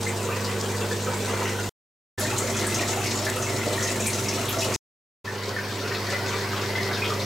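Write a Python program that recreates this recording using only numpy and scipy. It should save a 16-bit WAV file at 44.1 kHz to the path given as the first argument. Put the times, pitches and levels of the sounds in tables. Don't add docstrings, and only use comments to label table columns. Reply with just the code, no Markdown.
import sys
import numpy as np
from scipy import signal
from scipy.fft import rfft, irfft, next_fast_len
from scipy.io import wavfile

SR = 44100
rng = np.random.default_rng(int(sys.argv[2]) if len(sys.argv) > 2 else 0)


def output_pcm(signal):
    pcm = np.clip(np.atleast_2d(signal).T, -1, 1) * 32767
    wavfile.write(sys.argv[1], SR, np.round(pcm).astype(np.int16))


N = 319725
TIME = np.arange(N) / SR

# (start [s], end [s])
SPOTS = [(0, 1.694), (2.178, 4.763), (5.244, 7.25)]
# (time [s], level [dB])
FADER = [(4.9, 0), (5.25, -5.5), (5.65, -3), (6.1, -1), (7.25, 0.25)]


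def water(t, spot):
    # (frequency [Hz], relative level at spot 0, 1, 2 [dB])
    water_eq = [(250, -5, -7, -2), (330, -9.5, -8.5, -4), (417, -0.5, -8.5, 0), (610, -6, -9, -4.5),
                (846, -10.5, -11.5, -8), (1370, -16, -10, -10.5), (1500, -15, -13.5, -10.5),
                (1970, -16, -10.5, -9), (3020, -20, -17.5, -15.5), (4640, -24.5, -24.5, -14.5),
                (5730, -24.5, -22.5, -17.5), (7650, -22, -22.5, -23.5), (9150, -25, -26, -30),
                (12000, -32, -26.5, -30)]
    # (churn [dB], gurgle [dB], spray [dB], mist [dB])
    blend = [(-35.5, -35, -37.5, -53.5), (-35, -35, -34.3, -46.5), (-35, -33, -36.5, -58.5)]
    # (time [s], level [dB])
    flow = [(0, 0.5), (0.3, -0.8), (0.6, -0.6), (1.0, -0.5), (1.42, 1.5), (1.7, -1.8), (2.2, -0.2),
            (2.85, 1), (3.55, -0.3), (3.8, 0.8), (4.25, -0.9), (4.6, 1), (5.25, 0.5), (5.75, -0.8),
            (6.15, 0.5), (6.75, -0.6), (7.05, -1), (7.25, -1.5)]
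    eq = np.array(water_eq)[:, [0, spot + 1]]
    *levels_db, mist_db = blend[spot]
    churn = bubble_cloud(t, 256, 771, per_s=110, cycles=16, size_db=2.5, wet_db=2.5)
    gurgle = bubble_cloud(t, 800, 3500, per_s=260, cycles=47.4, size_db=3.5, wet_db=6)
    spray = bubble_cloud(t, 3504, 12000, per_s=500, cycles=24, size_db=4, wet_db=6)
    spray += from_db(-4.5) * patter(t, per_s=110, size_db=8)
    spattering = surges(t, per_s=40, t60=0.14, depth=0.8)
    # (low edge [Hz], high edge [Hz], bubbles, relative wash level [dB], envelope)
    registers = [(250, 1030, churn, -0.5, surges(t, per_s=43, t60=0.23, depth=0.65)),
                 (827, 3600, gurgle, -3, surges(t, per_s=61, t60=0.15, depth=0.35)),
                 (3320, 8300, spray, -4, spattering)]
    out = from_db(mist_db) * rms_one(mist(t) * spattering)
    for (low, high, cloud, wash_db, envelope), level_db in zip(registers, levels_db):
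        wash = from_db(wash_db) * rng.standard_normal(cloud.shape)
        bubbles = cloud * np.sqrt(2 * (high - low) / SR)
        layer = colour(bubbles + wash, lambda hz: band(hz, low, high) * from_db(at_hz(eq, hz)))
        out += from_db(level_db) * rms_one(layer * envelope)
    return out * ride(flow, t)


def bubble(hz, cycles, rise):
    life_s = cycles / hz
    age = TIME[:int(life_s * SR)] / life_s
    phase = 2 * np.pi * cycles * age * (1 + rise * age / 2)
    attack = 1 - np.exp(-age * cycles)
    return np.sin(phase) * from_db(-60 * age) * attack


def bubble_cloud(t, low_hz, high_hz, per_s, cycles, size_db, wet_db):
    out = np.zeros(len(t))
    for when, pitch, size in rng.random((int(per_s * len(t) / SR), 3)):
        hz = low_hz * (high_hz / low_hz) ** pitch
        accent_db = size_db * min(-np.log(1 - size), 3)
        strength = from_db(accent_db) * hz
        add(out, when * len(t) / SR, strength * bubble(hz, cycles, rise=0.15))
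    return rms_one(greenhouse(out, wet_db))


def surges(t, per_s, t60, depth):
    gobs = (rng.random(len(t)) < per_s / SR).astype(float)
    power_decay = from_db(-60 / (t60 * SR)) ** 2
    power = signal.lfilter([1], [1, -power_decay], gobs)
    return np.sqrt(1 + 2 * depth * power)


def plips(rise=0.012, scatter=0.16, lag_s=0.025):
    # (time [s], pitch [Hz], relative level [dB])
    cues = [(0.065, 2083, -28.5), (0.288, 1200, -31.5), (0.327, 2530, -32.5), (0.911, 1740, -30),
            (1.071, 1295, -31), (1.297, 1166, -34.5), (1.455, 1990, -27.5), (1.589, 1442, -33.5),
            (2.178, 1744, -29.5), (2.249, 1830, -31.5), (2.324, 856, -31), (2.42, 495, -28),
            (2.665, 1670, -30.5), (2.811, 1914, -28), (2.971, 725, -28), (3.057, 2220, -29.5),
            (3.267, 1733, -26), (3.369, 1292, -30.5), (3.614, 2030, -29.5), (3.778, 1870, -27.5),
            (3.862, 1900, -30), (4.058, 2330, -28.5), (4.388, 680, -32), (4.565, 658, -32),
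            (4.622, 2600, -26), (5.272, 1750, -30), (5.564, 1796, -27.5), (5.902, 385, -28.5),
            (5.913, 1860, -32), (6.086, 1740, -30.5), (6.181, 1410, -36), (6.317, 2280, -34),
            (6.532, 1245, -32), (6.565, 1132, -31), (6.753, 2030, -26), (6.784, 2040, -27.5),
            (6.913, 1650, -32), (7.02, 2453, -24.5), (7.103, 1216, -28)]
    out = np.zeros(N)
    for start, hz, db in cues:
        cycles = min(100, 0.084 * hz)
        gain = from_db(db + 5.5)
        add(out, start, gain * bubble(hz, cycles, rise))
        for late, size in rng.random((3, 2)):
            pitch = hz * np.exp(scatter * (2 * size - 1))
            follower = from_db(-4.5) * bubble(pitch, cycles / 2, rise)
            add(out, start + lag_s * late, gain * follower)
    return greenhouse(out, wet_db=0.5)


def splashes():
    # (time [s], centre [Hz], relative level [dB])
    cues = [(0.08, 7500, -32), (0.446, 4930, -30), (2.196, 10720, -29), (2.38, 7200, -21.5),
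            (2.566, 6500, -25.5), (2.667, 8370, -26), (2.744, 6210, -22.5), (2.79, 2500, -28),
            (3.068, 4940, -28), (3.423, 6130, -27), (3.825, 6190, -22), (3.897, 7200, -30),
            (4.002, 6900, -26.5), (4.067, 8500, -21.5), (4.132, 5930, -26), (4.285, 5640, -23),
            (4.484, 3140, -27.5), (4.49, 12350, -28.5), (4.588, 5820, -26), (4.74, 5900, -24),
            (5.95, 3890, -29.5), (6.099, 7500, -36), (6.29, 6090, -33.5), (6.563, 3320, -29),
            (6.931, 4020, -29), (7.044, 3100, -27)]
    return bursts(cues, hold_s=0.0065, t60=0.13, width=0.16, gain_db=-3.5, wet_db=-5)


def drips():
    # (time [s], centre [Hz], relative level [dB])
    cues = [(0.032, 5500, -24.5), (0.612, 5500, -24), (3.3, 7000, -25), (5.492, 4770, -27),
            (6.832, 4740, -27)]
    return bursts(cues, hold_s=0.001, t60=0.014, width=0.24, gain_db=-1, wet_db=-9)


def bursts(cues, hold_s, t60, width, gain_db, wet_db):
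    out, t = np.zeros(N), TIME[:SR // 6]
    envelope = from_db(-60 * np.maximum(t - hold_s, 0) / t60)
    for start, centre, db in cues:
        noise = rng.standard_normal(len(t))
        fizz = colour(noise, lambda hz: 1 / (1 + (np.log(hz / centre) / width) ** 2))
        add(out, start, from_db(db + gain_db) * envelope * rms_one(fizz))
    return greenhouse(out, wet_db)


def patter(t, per_s, size_db):
    sizes = from_db(size_db * np.minimum(rng.exponential(1, len(t)), 2))
    landings = rng.random(len(t)) < per_s / SR
    ticks = sizes * landings * rng.choice([-1, 1], len(t))
    return rms_one(greenhouse(ticks, wet_db=0.5))


def mist(t, db_per_octave=-10):
    fizz = patter(t, per_s=170, size_db=4.5) + from_db(-5.5) * rng.standard_normal((2, len(t)))
    return colour(fizz, lambda hz: band(hz, 8500, 16000) * from_db(db_per_octave * np.log2(hz)))


def pump(t, spot, mains_hz=50):
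    # (harmonic number, level at spot 0, 1, 2 [dB])
    hum = [(1, -58.5, -55, -58), (2, -33, -34.5, -34), (3, -48.5, -50, -53), (4, -39.5, -56.5, -41),
           (5, -45.5, -46.5, -48.5), (6, -52, -66, -51), (7, -45, -48.5, -48), (12, -52.5, -50, -48),
           (14, -52.5, -52, -49), (18, -55, -47.5, -59)]
    # (pitch [Hz], level at spot 0, 1, 2 [dB])
    whine = [(389.6, -44, -39.5, -38), (459.5, -42.5, -59, -48), (953, -52, -57.5, -47.5),
             (995, -48.5, -54.5, -48.5)]
    # (centre [Hz], half-width [Hz], level at spot 0, 1, 2 [dB])
    tank = [(122.6, 6.3, -48, -40.5, -43.5), (216.8, 19, -45.5, -39, -48), (366.6, 31, -44.5, -40, -45),
            (474, 37, -39.5, -45.5, -45.5)]
    out = np.zeros((2, len(t)))
    for harmonic, *levels in hum:
        out[0] += from_db(levels[spot]) * tone(t, harmonic * mains_hz, waver_db=0.5, wander_hz=0.017)
    for pitch, *levels in whine:
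        out[0] += from_db(levels[spot]) * tone(t, pitch, waver_db=1.6, wander_hz=1.17)
    for centre, width, *levels in tank:
        shaken = colour(rng.standard_normal(out.shape), lambda hz: 1 / (1 + ((hz - centre) / width) ** 2))
        out += from_db(levels[spot]) * rms_one(shaken)
    rumble = colour(rng.standard_normal(out.shape), lambda hz: band(hz, 135, 230, order=2))
    return out + from_db(-47.5) * rms_one(rumble)


def tone(t, hz, waver_db, wander_hz):
    pitch = hz + wander_hz * drift(t, per_s=9.41)
    phase = 2 * np.pi * (rng.random() + np.cumsum(pitch) / SR)
    return rms_one(np.sin(phase) * from_db(waver_db * drift(t, per_s=14)))


def greenhouse(x, wet_db, t60=0.26):
    t = TIME[:SR // 2]
    response = rng.standard_normal((2, len(t))) * from_db(-60 * t / t60) * (t > 0.003)
    response *= from_db(wet_db) / np.sqrt(np.sum(response ** 2, axis=1, keepdims=True))
    response[0, 0] = 1
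    return signal.fftconvolve(x[None], response, axes=1)[:, :len(x)]


def stereo_image(pair):
    # (frequency [Hz], left-right likeness [0 to 1])
    likeness = [(100, .994), (290, .976), (480, .955), (640, .895), (1410, .82), (3100, .71), (6820, .65),
                (9500, .89), (11500, .992), (14000, .999)]
    # (frequency [Hz], left minus right [dB])
    balance = [(380, -1.6), (700, -.8), (1300, 1.1), (2400, 1.9), (4400, 2.3), (8100, 1.2), (11500, 0)]
    mid = colour(pair[0], lambda hz: np.sqrt((1 + at_hz(likeness, hz)) / 2))
    side = colour(pair[1], lambda hz: np.sqrt((1 - at_hz(likeness, hz)) / 2))
    left = colour(mid + side, lambda hz: from_db(at_hz(balance, hz) / 2))
    right = colour(mid - side, lambda hz: from_db(-at_hz(balance, hz) / 2))
    return np.array([left, right])


def from_db(db):
    return 10 ** (np.asarray(db) / 20)


def rms_one(x):
    return x / np.sqrt(np.mean(x ** 2) + 1e-20)


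def ride(points, t):
    return from_db(np.interp(t, *np.transpose(points)))


def at_hz(points, hz):
    known, values = np.transpose(points)
    return np.interp(np.log(hz), np.log(known), values)


def colour(x, gain):
    size = next_fast_len(x.shape[-1] + 4096)
    hz = np.maximum(np.fft.rfftfreq(size, 1 / SR), 1)
    return irfft(rfft(x, size) * gain(hz), size)[..., :x.shape[-1]]


def band(hz, low_hz, high_hz, order=6):
    return 1 / np.sqrt((1 + (low_hz / hz) ** (2 * order)) * (1 + (hz / high_hz) ** (2 * order)))


def drift(t, per_s):
    knots = rng.standard_normal(1000)
    return rms_one(np.interp((t - t[0]) * per_s, np.arange(len(knots)), knots))


def add(out, start_s, sound):
    piece = out[..., max(int(start_s * SR), 0):][..., :sound.shape[-1]]
    piece += sound[..., :piece.shape[-1]]


def scene():
    out = plips() + splashes() + drips()
    for spot, (start, end) in enumerate(SPOTS):
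        t = TIME[int(start * SR):int(end * SR)]
        add(out, start, (water(t, spot) + pump(t, spot)) * ride(FADER, t))
    return stereo_image(out)


def record(dry, hiss_db=-44, cutoff_hz=15800):
    hiss = from_db(hiss_db) * ride(FADER, TIME) * rng.standard_normal(N)
    gate = np.zeros(N)
    for start, end in SPOTS:
        corners_s = [start - 0.003, start + 0.007, end - 0.001, end, end + 0.032]
        gate += np.interp(TIME, corners_s, [0, 1, 1, 0.03, 0])
    return colour((dry + hiss) * gate, lambda hz: 1 / np.sqrt(1 + (hz / cutoff_hz) ** 400))


dry = scene()
out = record(dry)
output_pcm(out)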